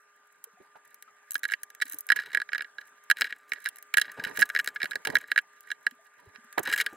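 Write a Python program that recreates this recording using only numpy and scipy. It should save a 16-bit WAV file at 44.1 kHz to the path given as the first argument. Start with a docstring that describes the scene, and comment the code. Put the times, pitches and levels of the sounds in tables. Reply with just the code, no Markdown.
"""Tube fed through a hollow model aircraft

Inside the body of a model aircraft, microphones sit close to a stiff plastic tube that a hand feeds through.
The tube slips and ticks over edges: jolts and rattles ring the thin shell and scatter in the hollow.
Skin and tube rub in strokes of tiny catches; the hand bumps the frame in soft thuds of tone and low noise.
Behind them, patchy room noise and a faint electric whine of three tones share one level that rises and falls."""
import sys
import numpy as np
from scipy import signal
from scipy.fft import rfft, irfft, next_fast_len
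from scipy.io import wavfile
from scipy.ndimage import uniform_filter1d, map_coordinates

SR = 44100
rng = np.random.default_rng(int(sys.argv[2]) if len(sys.argv) > 2 else 0)


def log_audio(samples):
    """Write samples as a 16-bit WAV file to the path given in sys.argv[1]."""
    # one column per channel
    frames = np.atleast_2d(samples).T
    # limit to full scale, then quantise
    limited = np.clip(frames, -1, 1)
    pcm = np.round(limited * 32767).astype(np.int16)
    wavfile.write(sys.argv[1], SR, pcm)


N = 306936

# background level as heard at the microphones: start_s [s], level_db [dB]
ROOM_LEVEL = [(0.0, -69), (3.97, -63.5), (4.15, -56.5), (4.57, -58), (5.66, -66.5), (6.2, -67),
              (6.96, -55.5)]
# colour of the room noise, mid: frequency_hz [Hz], density_db [dB per Hz, relative]
ROOM_MID_COLOUR = [(30, -43.5), (100, -43.5), (174, -29.5), (290, -18), (350, -25.5), (415, -20.5),
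                   (500, -19.5), (590, -16), (900, -12), (1250, -10.5), (1590, -0.5), (2200, -13.5),
                   (3500, -25), (5500, -36.5), (7600, -26), (10000, -34.5), (16000, -38.5)]
# colour of the room noise, side: frequency_hz [Hz], density_db [dB per Hz, relative]
ROOM_SIDE_COLOUR = [(18, -60.5), (30, -38), (295, -17.5), (374, -26), (584, -6.5), (1130, -24), (1540, 7),
                    (4300, -10), (6380, 0), (10200, -6.5), (13000, -12), (16000, -20)]
# tones of the electric whine: pitch_hz [Hz], level_db [dB against the background level]
WHINE_TONES = [(415, -10), (600, -14.5), (1200, 2.5)]
# soft bumps of the hand on the frame: start_s [s], level_db [dB], pitch_hz [Hz]
HAND_BUMPS = [(.469, -56, 453), (0.534, -68, 202), (0.572, -58.5, 734), (0.601, -49.5, 387),
              (.745, -55, 1470), (0.754, -48, 885), (.77, -61, 945), (1.076, -50.5, 1275),
              (1.851, -57.5, 273), (1.937, -50, 298), (3.577, -59, 418), (4.186, -40, 350),
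              (4.262, -40.5, 396), (4.384, -38, 425), (4.404, -44.5, 306), (4.834, -41.5, 433),
              (4.953, -43, 439), (5.069, -34, 566), (5.092, -36, 300), (5.133, -39, 416), (5.161, -43, 302),
              (5.862, -58, 220), (5.92, -55, 252), (5.99, -58, 660), (6.192, -60, 980), (6.26, -56, 402),
              (6.272, -51.5, 94), (6.382, -56.5, 230), (6.445, -60, 232), (6.576, -23.5, 890),
              (6.59, -31, 500), (6.672, -34.5, 910), (6.685, -47.5, 298), (6.926, -44.5, 376)]
# strokes of tube and hand: start_s [s], length_s [s], scrape_db [dB], rustle_db [dB], hand_db [dB]
STROKES = [(1.464, 0.051, -56.5, -66, -64.5), (1.841, 0.13, -61.5, -62, -70),
           (2.135, 0.17, -47.5, -66, -61), (2.324, 0.067, -49, -95, -59), (2.773, 0.11, -72, -77, -79),
           (3.155, 0.17, -46, -66.5, -60), (3.524, 0.1, -57.5, -76, -81), (3.959, 0.13, -48.5, -69, -60),
           (4.163, 0.14, -46.5, -63.5, -46.5), (4.339, 0.083, -44.5, -55, -54), (4.482, .22, -66, -71, -63),
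           (4.728, 0.27, -70, -75.5, -61.5), (5.05, 0.1, -47.5, -64, -45), (5.187, 0.14, -55.5, -69, -66),
           (5.551, 0.33, -72, -84, -75.5), (6.161, 0.19, -65, -91, -68.5),
           (6.621, 0.17, -41.5, -56.5, -49.5), (6.846, 0.11, -55.5, -79, -59)]
# light contact that never stops: scrape_db, rustle_db, hand_db [dB]
REST_DB = [-74.5, -84.5, -79.5]
# slips of the tube: start_s [s], shell_db [dB], tick_db [dB, treble], length_s [s]
TUBE_SLIPS = [(0.4404, -55.5, -46, 0.0017), (0.9442, -55.5, -55, 0.00058), (1.0245, -47.5, -49, 0.00043),
              (1.3078, -48, -37, 0.00057), (1.3187, -47.5, -39, 0.00039), (1.334, -60, -50, 0.00044),
              (1.344, -58, -39, 0.0005), (1.354, -17.5, -40.5, 0.00056), (1.3624, -50, -49, 0.0014),
              (1.38, -59.5, -52, 0.00046), (1.393, -63, -53, 0.0005), (1.4329, -28, -43, 0.0005),
              (1.4398, -26, -44.5, 0.0009), (1.452, -23, -46, 0.0005), (1.487, -36, -62, 0.0016),
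              (1.499, -35, -61, 0.0013), (1.51, -30, -57, 0.00054), (1.519, -28, -45, 0.001),
              (1.524, -34, -51, 0.0021), (1.5363, -19, -45, 0.0006), (1.633, -43, -38, 0.00037),
              (1.702, -49.5, -55, 0.0008), (1.749, -50, -53, 0.0008), (1.801, -40, -62, 0.0007),
              (1.814, -27.5, -50, 0.00092), (1.8185, -22, -39.5, 0.0032), (1.829, -34.5, -53, 0.0013),
              (1.855, -50, -55, 0.0005), (1.866, -47, -57, 0.0009), (1.883, -47.5, -60, 0.00045),
              (1.898, -55, -42, 0.0005), (1.915, -53.5, -56, 0.0007), (1.9213, -58, -45, 0.0023),
              (1.9325, -46, -45, 0.0011), (1.944, -62, -44, 0.0013), (1.986, -65, -42, 0.0016),
              (2.0074, -65, -42.5, 0.00056), (2.068, -74, -50.5, 0.00043), (2.0892, -23, -47, 0.00046),
              (2.1013, -13.5, -40.5, 0.00063), (2.1184, -14, -37.5, 0.0018), (2.1604, -28, -48, 0.0021),
              (2.1876, -28, -63, 0.0021), (2.196, -33, -56, 0.0049), (2.219, -41.5, -61, 0.0028),
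              (2.234, -37, -63, 0.002), (2.2587, -38.5, -56, 0.0025), (2.3172, -36, -62, 0.00078),
              (2.3306, -33, -55, 0.0031), (2.3478, -17, -42, 0.00046), (2.372, -19.5, -46, 0.0005),
              (2.4005, -25.5, -56, 0.0005), (2.417, -22.5, -52, 0.00043), (2.4895, -33, -69, 0.001),
              (2.5186, -31.5, -78, 0.0016), (2.5316, -20, -50, 0.00042), (2.5476, -23, -55, 0.00061),
              (2.5547, -27.5, -62, 0.0018), (2.5803, -25.5, -47, 0.0005), (2.593, -26, -82, 0.00043),
              (2.607, -24, -66, 0.00073), (2.6209, -28, -49.5, 0.0005), (2.6443, -37.5, -75, 0.0016),
              (2.7834, -29.5, -66.5, 0.00086), (2.811, -44, -63, 0.0023), (3.1003, -13.5, -32.5, 0.00045),
              (3.1119, -11, -31.5, 0.00048), (3.17, -34, -50, 0.00033), (3.1824, -42, -53.5, 0.0037),
              (3.21, -12.5, -29.5, 0.00045), (3.2182, -9, -33.5, 0.00037), (3.2427, -24, -52, 0.0018),
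              (3.25, -37.5, -55, 0.0038), (3.269, -38, -61, 0.0032), (3.306, -39.5, -60, 0.0016),
              (3.3249, -22.5, -57, 0.00031), (3.492, -62, -62, 0.0062), (3.5191, -17.5, -51.5, 0.00052),
              (3.534, -28, -44, 0.00068), (3.602, -60, -61, 0.0024), (3.641, -53, -54, 0.0029),
              (3.6532, -33, -56, 0.0005), (3.6588, -20, -43, 0.0005), (3.6668, -32, -56, 0.0033),
              (3.678, -35, -67, 0.00056), (3.6882, -40, -37, 0.00056), (3.759, -54, -53, 0.00045),
              (3.7682, -54, -57.5, 0.00058), (3.785, -53.5, -53, 0.00094), (3.826, -52, -48.5, 0.00025),
              (3.9397, -16, -36, 0.0011), (3.971, -15.5, -28, 0.00063), (3.9807, -14, -34.5, 0.0014),
              (3.997, -30, -41, 0.00058), (4.0139, -19, -34, 0.0023), (4.051, -41, -66, 0.0051),
              (4.1172, -44, -48, 0.001), (4.196, -33.5, -64, 0.0025), (4.238, -27, -43.5, 0.0017),
              (4.248, -24, -47, 0.0018), (4.266, -38, -68, 0.0049), (4.373, -27, -37, 0.00031),
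              (4.391, -29, -39, 0.0033), (4.4, -31, -41, 0.0026), (4.411, -35, -34, 0.0012),
              (4.419, -13.5, -43.5, 0.00059), (4.4243, -16, -38.5, 0.0014), (4.455, -52, -48, 0.0031),
              (4.491, -38, -44, 0.0006), (4.4997, -23, -48, 0.00077), (4.5498, -19, -43, 0.00062),
              (4.5617, -18.5, -46, 0.00075), (4.5726, -26.5, -49, 0.00095), (4.5887, -24, -42, 0.0026),
              (4.5967, -22.5, -42.5, 0.0018), (4.644, -36, -42, 0.0014), (4.6605, -36.5, -44, 0.0005),
              (4.6749, -14, -33, 0.00035), (4.686, -32, -45, 0.0013), (4.7583, -29.5, -63, 0.0036),
              (4.8012, -31.5, -62, 0.0029), (4.817, -25.5, -51, 0.00056), (4.83, -19.5, -42.5, 0.00055),
              (4.843, -24, -46.5, 0.00044), (4.856, -25, -49.5, 0.00056), (4.91, -30, -47, 0.00062),
              (4.916, -29.5, -54, 0.00077), (4.9325, -32, -60, 0.0004), (4.956, -23.5, -41, 0.00046),
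              (5.05, -21.5, -42.5, 0.0024), (5.0718, -21, -35.5, 0.00047), (5.1005, -30, -49.5, 0.0011),
              (5.147, -48, -50.5, 0.00046), (5.1539, -13.5, -35.5, 0.0005), (5.1673, -17, -43, 0.0006),
              (5.185, -43, -47.5, 0.0011), (5.239, -42, -78, 0.0013), (5.276, -53, -61, 0.00061),
              (5.3165, -16.5, -39.5, 0.00045), (5.3603, -21, -50, 0.00042), (5.3772, -15.5, -40.5, 0.00052),
              (5.3876, -16, -44, 0.00036), (5.607, -61, -54.5, 0.00057), (5.703, -27.5, -65, 0.00055),
              (5.7154, -26, -46.5, 0.00076), (5.8662, -18, -44, 0.00069), (5.9101, -49.5, -58, 0.0011),
              (6.3579, -36.5, -73, 0.0012), (6.527, -44, -52, 0.00074), (6.581, -21, -37, 0.00024),
              (6.593, -46, -38.5, 0.0013), (6.6512, -35.5, -52, 0.0062), (6.6742, -25, -41, 0.00041),
              (6.6987, -28.5, -44, 0.0012), (6.714, -30, -47, 0.0022), (6.725, -20, -38, 0.0039),
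              (6.7357, -24, -36, 0.0015), (6.7443, -36, -45, 0.0016), (6.761, -28, -42, 0.0014),
              (6.777, -23, -36, 0.0013), (6.7837, -26, -39, 0.0026), (6.7993, -20, -39, 0.0039),
              (6.81, -20.5, -34, 0.0038), (6.8622, -19, -39, 0.0017)]
# resonances of the frame: pitch_hz [Hz], width_hz [Hz], level_db [dB, relative]
FRAME_MODES = [(173, 73, -9.5), (275.4, 24, -3), (431.5, 42.6, 2), (605, 71, -2.5), (977, 160, 2)]
# resonances of the shell: pitch_hz [Hz], width_hz [Hz], level_db [dB, relative]
SHELL_MODES = [(1472, 222, -1), (1671, 80.7, 8), (1874.5, 82.5, 4.5), (2290, 144, -2.5)]
# resonances of the edges: pitch_hz [Hz], width_hz [Hz], level_db [dB, relative]
EDGE_MODES = [(2813, 137, 10.5), (3160, 97, 15), (3440, 430, 5), (3998, 235, 10.5), (4484, 87, 6),
              (5044, 234, 4)]
# treble resonances: pitch_hz [Hz], width_hz [Hz], level_db [dB, relative]
TREBLE_MODES = [(5845, 300, -4.5), (6190, 160, 3.5), (7490, 1170, 2), (8910, 970, -1), (10580, 560, -1.5)]
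# top treble resonances: pitch_hz [Hz], width_hz [Hz], level_db [dB, relative]
SPARK_MODES = [(10660, 1200, -3), (12500, 720, 2.5), (14100, 2640, -1.5)]
# how the two microphones differ up close:
# frequency_hz [Hz], side_db [dB over mid], phase_rad [rad], share [0-1, part of the side tied to the mid]
MICROPHONE_SIDE = [(100, -4, 3.2, 0.72), (600, 2, 3.4, 0.7), (1150, -4, 1.7, 0.58),
                   (1810, -4.5, 3.88, 0.96), (4000, -8, 3, 0.53), (6500, 2, 2.85, 0.67),
                   (9500, 7.5, 1.8, 0.8), (13000, 8.5, 1.6, .6)]
# spans where the stereo picture folds to mono: start_s [s], end_s [s]
MONO_SPANS = [(2.196, 2.32), (3.158, 3.494), (4.038, 4.25), (4.449, 4.8), (5.199, 5.305), (6.621, 7.14)]

BUMP_PEAK_S = 0.0057  # time from contact to the peak
BUMP_ROUGH, ROUGH_PER_DB = 0.66, 0.19  # roughness (0-1) of a -48.5 dB bump, more for harder bumps
STROKE_RISE_S, STROKE_FALL_S = 0.011, 0.025
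HAND_HZ = 920  # soft skin passes little above this
RUB_EDGE_DB, RUB_SPARK_DB = -10.5, -2  # edge under the scrape, top treble under the rustle
FRAME_DB, SPARK_DB = -25, -2  # frame under the shell, top treble against the tick
EDGE_SHARE, EDGE_DB = 0.28, -4  # the edge lies this share of the way from shell to tick, plus an offset
BRIGHTEN_PER_DB = 0.17  # dB moved from treble to top treble per dB of tick over edge
TOP_HZ = 16500  # middle of the upper band limit


def amp(db):
    """Decibels to amplitude."""
    return 10 ** (np.asarray(db) / 20)


def unit(x):
    """Scale to an rms of one."""
    return x / np.sqrt(np.mean(x ** 2) + 1e-20)


def along(points, hz):
    """Read (Hz, value) points along a log frequency axis."""
    f, v = np.transpose(points)
    return np.interp(np.log(hz + 1), np.log(f + 1), v)


def wobble(rate):
    """A smooth random curve with rate knots a second."""
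    knots = rng.standard_normal(int(N * rate / SR) + 4)
    return map_coordinates(knots, [np.arange(N) * rate / SR])


def filtered(x, response):
    """Multiply the spectrum of x by a complex response of frequency."""
    m = next_fast_len(N + SR // 2)
    return irfft(rfft(x, m) * response(np.fft.rfftfreq(m, 1 / SR)), m)[..., :N]


def ring(x, modes, skirt_hz):
    """Pass x through resonances, steep outside the skirt; white noise would keep its level."""
    low, high = skirt_hz

    def response(f):
        h = 0
        for k, (pitch, width, db) in enumerate(modes):
            mode = 1j * f * width / (pitch * pitch - f * f + 1j * f * width)
            h = h + (-1) ** k * amp(db) * mode  # neighbours alternate in sign
        h = h * (1j * f / (low + 1j * f)) ** 2 * (high / (high + 1j * f)) ** 2
        return h / np.sqrt(np.mean(np.abs(h) ** 2))
    return filtered(x, response)


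def room_noise():
    """Mid and side of coloured noise whose level varies in patches of time and frequency."""
    z = signal.stft(rng.standard_normal((2, N)), nperseg=512)[2]
    field = uniform_filter1d(rng.standard_normal(z.shape[1:]), 6, 0)
    patches = amp(3.0 * unit(uniform_filter1d(field, 10, 1)))
    pair = signal.istft(z * patches, nperseg=512)[1][:, :N]
    mid, side = filtered(pair, lambda hz: amp([along(ROOM_MID_COLOUR, hz), along(ROOM_SIDE_COLOUR, hz)]))
    return np.array([amp(2.5) * unit(mid), amp(-3.0) * unit(side)])


def electric_whine():
    """Mid and side of fixed sine tones that waver slightly in level, almost all in the mid."""
    t = np.arange(N) / SR
    tones = sum(amp(db) * np.sin(2 * np.pi * hz * t) for hz, db in WHINE_TONES)
    whine = amp(1.2 * wobble(6)) * tones
    return np.array([whine, amp(-33.5) * whine])


def background():
    """Room noise and whine share one level curve, so they rise and fall together."""
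    start, level_db = np.transpose(ROOM_LEVEL)
    level = amp(np.interp(np.arange(N) / SR, start, level_db))
    return level * (room_noise() + electric_whine())


def hand_bumps():
    """Soft flesh gives a few cycles with a round start; rough contact spreads them into a lump of low noise."""
    out, t = np.zeros((2, N + SR)), np.arange(SR // 8) / SR
    f, u = np.fft.rfftfreq(len(t), 1 / SR), t / BUMP_PEAK_S
    swell = u * np.exp(1 - u)
    for start, db, hz in HAND_BUMPS:
        rough = np.clip(BUMP_ROUGH + ROUGH_PER_DB * (db + 48.5), 0, 1)
        colour = (f / (0.23 * hz + f)) ** 3 / (1 + (f / (1.4 * hz)) ** 3)
        lump = unit(irfft(rfft(rng.standard_normal((2, len(t)))) * colour, len(t)))
        tone = np.sin(2 * np.pi * hz * t)
        thud = np.sqrt(1 - rough ** 2) * tone + 0.76 * rough * lump
        out[:, round(start * SR):][:, :len(t)] += amp(db) * swell * thud
    return out[:, :N]


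def rubbing():
    """Dense tiny catches of tube and skin, clumped in time; each stroke rises, holds and fades."""
    t, (start, length, *levels_db) = np.arange(N) / SR, np.transpose(STROKES)
    since = t - start[:, None]
    rise = np.clip(since / STROKE_RISE_S, 0, 1)
    fall = np.exp(-np.maximum(since - length[:, None], 0) / STROKE_FALL_S)
    scrape, rustle, hand = amp(levels_db) @ (rise * fall) + amp(REST_DB)[:, None]

    clump = wobble(60)  # shared by scrape and rustle
    catches = unit(rng.standard_normal((2, N)) * amp(5.2 * clump + 4.9 * wobble(470)))
    crackle = unit(rng.standard_normal((2, N)) * amp(4.0 * clump + 8.9 * wobble(160)))
    skin = unit(rng.standard_normal((2, N)) * amp(5 * wobble(45)))
    press = filtered(skin, lambda hz: 1 / (1 + 1j * hz / HAND_HZ) ** 2)

    on_shell, on_treble = scrape * catches, rustle * crackle
    on_edge, on_spark = amp(RUB_EDGE_DB) * on_shell, amp(RUB_SPARK_DB) * on_treble
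    return np.array([on_shell, on_edge, on_treble, hand * press, on_spark])


def slip_burst(length):
    """A sharp jolt and a short rattle for each part; longer slips rattle more, and the treble dies first."""
    t = np.arange(SR // 20) / SR
    life = length * np.array([.9, .9, .7, 1.3, .7])[:, None, None]  # shell, edge, treble, frame, top treble
    burst = rng.standard_normal((2, len(t))) * np.sqrt(t / life) * np.exp(-t / life)
    burst = burst / np.linalg.norm(burst, axis=-1, keepdims=True)
    burst[..., 0] += 0.00057 / length  # the jolt
    burst = burst / np.linalg.norm(burst, axis=-1, keepdims=True)
    return burst * np.sqrt((length + 0.0011) * SR)


def tube_slips():
    """Each slip of the tube strikes shell, edge, treble, frame and top treble at once."""
    force = np.zeros((5, 2, N + SR))
    for start, shell_db, tick_db, length in TUBE_SLIPS:
        burst = slip_burst(np.clip(length, .0003, .02))
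        edge_db = shell_db + EDGE_SHARE * (tick_db - shell_db) + EDGE_DB
        bright_db = BRIGHTEN_PER_DB * (tick_db - edge_db + 5)  # ticks that spare the edge are brightest
        levels = amp([shell_db, edge_db, tick_db - bright_db, shell_db + FRAME_DB,
                      tick_db + SPARK_DB + bright_db])
        force[:, :, round(start * SR):][..., :burst.shape[-1]] += levels[:, None, None] * burst
    return force[..., :N]


def airframe(force):
    """The forces ring the parts of the airframe, and the sound scatters briefly inside the hollow."""
    shell, edge, treble, frame, spark = force
    pair = ring(shell, SHELL_MODES, (900, 4000)) + ring(edge, EDGE_MODES, (1800, 8000))
    pair = pair + ring(treble, TREBLE_MODES, (3500, 14000)) + ring(frame, FRAME_MODES, (40, 2500))
    pair = pair + ring(spark, SPARK_MODES, (6000, 18000))
    t = np.arange(SR // 16) / SR
    tail = rng.standard_normal((2, len(t))) * amp(-60 * t / 0.023)  # falls 60 dB in 23 ms
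    scattered = signal.fftconvolve(pair, tail / np.linalg.norm(tail[0]), axes=1)[:, :N]
    return pair + amp(-3.5) * filtered(scattered, lambda hz: hz / (hz + 2500))  # less scatter in the lows


def microphones(pair):
    """Mid and side of a near source: the right port is closer, and in the treble the side outweighs the mid."""
    hz_points, *cols = np.transpose(MICROPHONE_SIDE)

    def response(f):
        side_db, phase, share = (along(np.transpose([hz_points, c]), f) for c in cols)
        share = np.clip(share, 0, 1)
        return amp(side_db) * [share * np.exp(1j * phase), np.sqrt(1 - share ** 2)]
    return np.array([pair[0], filtered(pair, response).sum(axis=0)])


def scene():
    """Left and right inside the hollow: the near sources over the background."""
    near = hand_bumps() + airframe(rubbing() + tube_slips())
    mid, side = background() + microphones(near)
    return np.array([mid + side, mid - side])


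def record(dry):
    """The picture fades to mono now and then; nothing is kept above the band limit."""
    t = np.arange(N) / SR
    fold = sum(np.clip(np.minimum(t - start, end - t) / 0.05 + .5, 0, 1) for start, end in MONO_SPANS)
    width = (1 - np.minimum(fold, 1)) ** 2
    mid, side = (dry[0] + dry[1]) / 2, (dry[0] - dry[1]) / 2 * width
    pair = np.array([mid + side, mid - side])
    return filtered(pair, lambda hz: np.clip((TOP_HZ + 500 - hz) / 1000, 0, 1) ** 2)


dry = scene()
out = record(dry)
log_audio(out)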